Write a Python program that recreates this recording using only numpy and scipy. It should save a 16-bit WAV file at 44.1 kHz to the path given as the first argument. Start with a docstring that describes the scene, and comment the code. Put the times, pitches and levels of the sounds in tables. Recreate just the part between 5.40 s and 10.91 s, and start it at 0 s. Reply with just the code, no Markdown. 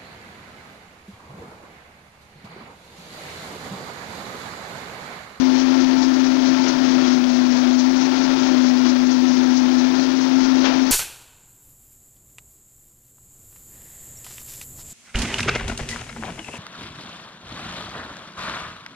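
"""A shoe finishing machine hums in a small workshop: a fan's near-pure blade tone amid weak shaft and wheel tones.
Shaped noises give the duct's air, the wheels' whir, the rasp of grit and the swish of a sanding belt.
A shoe is pressed to the wheel in four pushes, the pitch sags twice, thin metal sings in narrow noise bands.
Decaying scuffs set the shoe down on a shelf. A tape camera puts it all on the left, with hiss and whine;
the right holds only faint crosstalk and its own low noise."""
import sys
import numpy as np
from scipy import signal
from scipy.fft import rfft, irfft
from scipy.io import wavfile

SR = 44100
rng = np.random.default_rng(int(sys.argv[2]) if len(sys.argv) > 2 else 0)


def to_wav(s):
    """Save 16-bit WAV."""
    ch = np.atleast_2d(s).T  # columns
    pcm = np.round(np.clip(ch, -1, 1) * 32767)  # PCM
    wavfile.write(sys.argv[1], SR, pcm.astype(np.int16))


N = 242991
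TIME = np.arange(N) / SR
FREQS = np.fft.rfftfreq(N, 1 / SR)

BLADES = 8
SHAFT_TURNS_PER_BELT_LAP = 7.045
EDGE_HZ = 15950  # top of the audible band

# Levels in these tables are set ahead of the final channel gain.
# motor speed, heard as the fan's blade tone: t/s, f/Hz
BLADE_PITCH = [(0.14, 258.1), (0.27, 259.5), (1.19, 258.8), (1.25, 257.3), (1.53, 257.2), (1.82, 250.9),
               (2.2, 251.4), (2.42, 253.5), (2.49, 257.9), (2.72, 259.1), (2.97, 260), (3.28, 252.6),
               (3.6, 252.2), (3.66, 254.2), (4.3, 253.8), (4.39, 252.6), (4.62, 259.6), (5.38, 259.9)]
# loudness of the blade tone before its random sway: t/s, level/dB
BLADE_TONE_LEVEL = [(0.05, -18), (1.23, -19.5), (1.27, -22.5), (1.5, -18), (1.56, -19.5), (2.49, -18),
                    (2.52, -20), (3.06, -21), (3.14, -18), (4.46, -18.5), (4.51, -20), (4.9, -20),
                    (4.95, -16.5), (5.05, -20.5), (5.11, -17.5), (5.35, -21.5), (5.43, -17.5),
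                    (5.46, -21.5)]
# random sway of the blade tone: depth/dB, rate/(changes per s), growth of depth with pitch/(dB per Hz),
# growth of depth with grinding/(dB per dB)
BLADE_SWAY = (.4, 13, 0.67, 1.0)
# shaft tones, fractional ones from belt-driven wheels, before a shared trim: multiple of shaft speed, level/dB
SHAFT_TONES = [(4, -37.5), (5, -34.5), (6, -33.5), (7, -38.5), (9, -22), (10, -36), (16, -33.5),
               (21.16, -29), (24, -33.5), (24.4, -32), (27.1, -36.5), (27.33, -32), (35.86, -42.5),
               (41.4, -32.5), (49.94, -38.5), (54.37, -46.5), (54.87, -35)]
# out-of-round pulleys that wobble the pitch: multiple of shaft speed, phase swing of the blade tone/rad
PULLEY_WOBBLE = [(.206, .19), (.284, .11)]
# pushes of the shoe against the wheel: hardest at t/s, build-up/s, release/s, grinding level/dB
SHOE_PRESSES = [(1.3, .45, 0.45, 2.5), (1.62, .13, 0.22, 3.5), (2.1, .18, .25, 1.5),
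                (2.98, 0.46, 0.51, 2.5)]
# loudness laws: free-running level/dB, gain from grinding/(dB per dB), growth with blade pitch/(dB per Hz)
DUCT_LOUDNESS = (-33, 1.22, .22)
WHIR_LOUDNESS = (-33.5, 0.97, .08)
RASP_LOUDNESS = (-37, 0.99, .11)
# noise colours, relative density: f/Hz, level/dB
DUCT_COLOUR = [(20, -18), (50, -30.5), (105, -24), (145, -14), (205, -12), (250, -4), (280, -3.5),
               (305, -2.5), (330, 1.5), (372, -0.5), (400, -13.5), (480, -13.5), (800, -62.5)]
WHIR_COLOUR = [(150, -42), (380, -5), (480, -4.5), (600, -0.5), (800, -1.5), (1030, 0), (1120, -4),
               (1600, -5), (2200, -7.5), (3200, -13.5), (6000, -38), (7600, -70)]
RASP_COLOUR = [(600, -28), (1600, -15.5), (2300, -2), (2850, -4), (3350, 0), (4000, -1.5), (4500, -0.5),
               (5300, -1.5), (6400, -7), (6950, -14.5), (7800, -37.5), (9000, -76)]
BELT_COLOUR = [(2500, -34), (4000, -1.5), (4800, -2), (5500, 2), (6000, -0.5), (6550, -2), (7000, -16),
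               (7500, -17.5), (7900, -42), (9000, -74.5)]
SCUFF_COLOUR = [(200, -22), (440, -1.5), (850, .5), (1400, -3), (3200, -4), (4800, -8), (6400, -14),
                (7700, -40), (9000, -70)]
TAPE_COLOUR = [(20, -3.5), (7000, -0.5), (9500, -2), (11500, -6), (13000, -13), (14200, -17), (15100, -7),
               (15700, 1.5)]
# uneven wear around the sanding belt: share of one lap, hiss level/dB
BELT_WEAR_DB = [(0, 3), (.13, -3), (.33, -4), (.46, -2.2), (.56, -4.5), (.68, 2.6), (.81, -2), (.9, 5.4),
                (1, 3)]
# ringing of the sheet-metal hood: f/Hz, width/Hz, boost/dB
HOOD_RINGS = [(573, 49, 5), (693, 51, 2.5), (734, 30, -0.5), (860, 27, 0), (1360, 49, 1.5), (1416, 37, 6),
              (1592, 18, 3.5), (1870, 69, 2), (2370, 33, -1)]
# thin metal that sings: f/Hz, width/Hz, level/dB
SINGING_METAL = [(882, 16, -46), (1341, 34, -48.5), (1768, 50, -52.5)]
# contacts of the shoe with the shelf: full at t/s, level/dB, rise/s, 60 dB decay time/s
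SHOE_CONTACTS = [(5.246, -24, 0.0095, 0.36), (5.254, -25.5, 0.0048, 0.52), (5.277, -34, 0.0079, 0.4),
                 (5.308, -39.5, .005, 0.52)]
# mains hum and the camera's electronic whine: f/Hz, level/dB
CAMERA_WHINE = [(60, -64), (7912, -76), (8631, -79), (9351, -77), (10070, -77), (10789, -79), (11509, -80),
                (12228, -85), (15734, -62.5)]


def from_db(db):
    """Decibels to gain."""
    return 10 ** (np.asarray(db) / 20)


def unit(x):
    """Scales to an rms of one."""
    return x / np.sqrt(np.mean(x ** 2) + 1e-20)


def follow(table):
    """The second column of a timed curve, drawn as straight lines at every sample."""
    t, value = np.transpose(table)
    return np.interp(TIME, t, value)


def filtered_noise(gain):
    """White noise weighted by a gain at each frequency."""
    return irfft(rfft(rng.standard_normal(N)) * gain, N)


def noise(colour, boost_db=0):
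    """Noise of rms one, its colour drawn on a log-frequency axis."""
    hz, db = np.transpose(colour)
    colour_db = np.interp(np.log(FREQS + 1), np.log(hz), db)
    return unit(filtered_noise(from_db(colour_db + boost_db)))


def wander(rate_hz):
    """Slow random drift of rms one, changing up to about rate_hz times a second."""
    return unit(filtered_noise(np.exp(-(FREQS / rate_hz) ** 2)))


def resonance(hz, width):
    """A peak of one at hz that falls away over its width in Hz."""
    return 1 / (1 + (2 * (FREQS - hz) / width) ** 2)


def hood_db():
    """The boost or cut that the hood's resonances give each frequency."""
    return sum(db * resonance(hz, width) for hz, width, db in HOOD_RINGS)


def loudness(law, grind_db, blade_hz):
    """A machine noise's level in dB: friction and speed both drive it."""
    free_db, grind_share, db_per_hz = law
    return free_db + grind_share * grind_db + db_per_hz * (blade_hz - blade_hz.mean())


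def duct(duct_db, gust_db=1.0, gust_rate=14):
    """Air rushes through the extractor duct as coloured noise, its level gusting at random."""
    return from_db(duct_db + gust_db * wander(gust_rate)) * noise(DUCT_COLOUR)


def shoe_on_shelf(dull_hz=1300, ring=1.2, ring_db=-5):
    """Each contact is a short scuff; shelf and room hold a duller copy of it longer."""
    dulling_db = 20 * np.log10(1 + (FREQS / dull_hz) ** 2)
    out = np.zeros(N)
    for t, db, rise, t60 in SHOE_CONTACTS:
        age = np.maximum(TIME - t + rise, 0)
        onset = np.minimum(age / rise, 1)
        fall = np.log(1000) * age / t60
        scuff = np.exp(-fall) * noise(SCUFF_COLOUR)
        tail = np.exp(-fall / ring) * noise(SCUFF_COLOUR, hood_db() - dulling_db)
        out += from_db(db) * onset * (scuff + from_db(ring_db) * tail)
    return out


def singing(blade_hz, grind_db, db_per_hz=0.8, grind_share=.6, swell_db=1.5):
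    """Narrow metal resonances swell and fade; grinding excites them and a slower shaft quiets them."""
    drive_db = db_per_hz * (blade_hz - blade_hz.mean()) + grind_share * grind_db
    out = np.zeros(N)
    for hz, width, db in SINGING_METAL:
        ring = filtered_noise(resonance(hz, width))
        out += from_db(db) * unit(ring * from_db(drive_db + swell_db * wander(8)))
    return out


def belt(turns, rasp_db, level_db=-39.0, grind_share=0.31, uneven_db=1.5):
    """The sanding belt hisses, rising and falling with its worn patches on every lap."""
    lap = turns / SHAFT_TURNS_PER_BELT_LAP % 1
    wear_db = np.interp(lap, *np.transpose(BELT_WEAR_DB))
    grind_db = grind_share * (rasp_db - rasp_db.mean())
    return from_db(level_db + wear_db + grind_db + uneven_db * wander(27)) * noise(BELT_COLOUR)


def grinding(hand_db=0.46, hand_rate=10):
    """Each push adds dB in a straight build-up and release; the pressure wavers a little throughout."""
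    push_db = sum(db * np.interp(TIME, [t - build, t, t + release], [0, 1, 0])
                  for t, build, release, db in SHOE_PRESSES)
    return push_db + hand_db * wander(hand_rate)


def wheels(turns, whir_db, rasp_db, wobble_db=0.67, chatter_db=0.73, grit_db=1.57):
    """Whir rings inside the hood and grit rasps; a slightly untrue wheel rubs harder once a turn."""
    contact = from_db(wobble_db * np.sin(2 * np.pi * turns) + chatter_db * wander(36))
    whir = from_db(whir_db) * noise(WHIR_COLOUR, hood_db())
    rasp = from_db(rasp_db + grit_db * wander(370)) * noise(RASP_COLOUR)
    return contact * (whir + rasp)


def blade_level(blade_hz, grind_db):
    """The blade tone's level in dB; its random sway deepens with grinding and shrinks as the motor slows."""
    depth_db, rate, db_per_hz, grind_share = BLADE_SWAY
    unrest = from_db(db_per_hz * (blade_hz - blade_hz.mean()) + grind_share * grind_db)
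    return follow(BLADE_TONE_LEVEL) + depth_db * unrest * wander(rate)


def fan(turns, level_db, rasp_db, flutter=0.046, jitter=0.046, throb=0.046, waver=0.31):
    """Passing blades make a near-pure tone among weak shaft tones; its level shakes more when the grit bites."""
    angle = 2 * np.pi * turns
    bite = from_db(1.6 * (rasp_db - rasp_db.mean()))
    wobble = sum(swing * np.sin(k * angle + 2 * np.pi * rng.random() + 0.58 * wander(2.8))
                 for k, swing in PULLEY_WOBBLE)
    shake = 1 + bite * (flutter * wander(45) - throb * np.sin(angle))
    blade = from_db(level_db) * shake * np.sin(BLADES * angle + wobble + jitter * wander(16))
    others = np.zeros(N)
    for k, db in SHAFT_TONES:
        phase = 2 * np.pi * rng.random() + 0.5 * wander(4.4)
        others += from_db(db) * (1 + waver * wander(4)) * np.sin(k * angle + phase)
    return np.sqrt(2) * (blade + from_db(-19.5) * others)


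def scene():
    """One shaft drives fan, wheels and belt; speed and grinding shape their noises together."""
    blade_hz = follow(BLADE_PITCH)
    turns = np.cumsum(blade_hz) / BLADES / SR  # shaft turns so far
    grind_db = grinding()
    duct_db = loudness(DUCT_LOUDNESS, grind_db, blade_hz)
    whir_db = loudness(WHIR_LOUDNESS, grind_db, blade_hz)
    rasp_db = loudness(RASP_LOUDNESS, grind_db, blade_hz)
    sound = duct(duct_db) + shoe_on_shelf() + singing(blade_hz, grind_db)
    sound += belt(turns, rasp_db) + wheels(turns, whir_db, rasp_db)
    sound += fan(turns, blade_level(blade_hz, grind_db), rasp_db)
    return np.array([sound, sound])


def record(dry):
    """Tape adds hiss and whine on the left; the right gets faint, mostly treble crosstalk and idle noise."""
    whine = np.sqrt(2) * sum(from_db(db) * np.sin(2 * np.pi * hz * TIME) for hz, db in CAMERA_WHINE)
    track = dry[0] + from_db(-52.5) * noise(TAPE_COLOUR) + whine
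    # the sample-to-sample difference leans to the treble
    crosstalk = from_db(-32.5) * np.diff(track, prepend=track[0]) + from_db(-58.0) * track
    idle_colour = [(20, 26.5), (60, 33.5), (150, 13.5), (500, -3.5), (6000, -3.5), (8000, -17), (15000, -12.5)]
    idle = from_db(-59) * noise(idle_colour)
    both = np.array([from_db(6) * track, crosstalk + idle])
    lowpass = signal.firwin(1023, EDGE_HZ, window=("kaiser", 9), fs=SR)
    return signal.oaconvolve(both, lowpass[None], "same")


dry = scene()
out = record(dry)
to_wav(out)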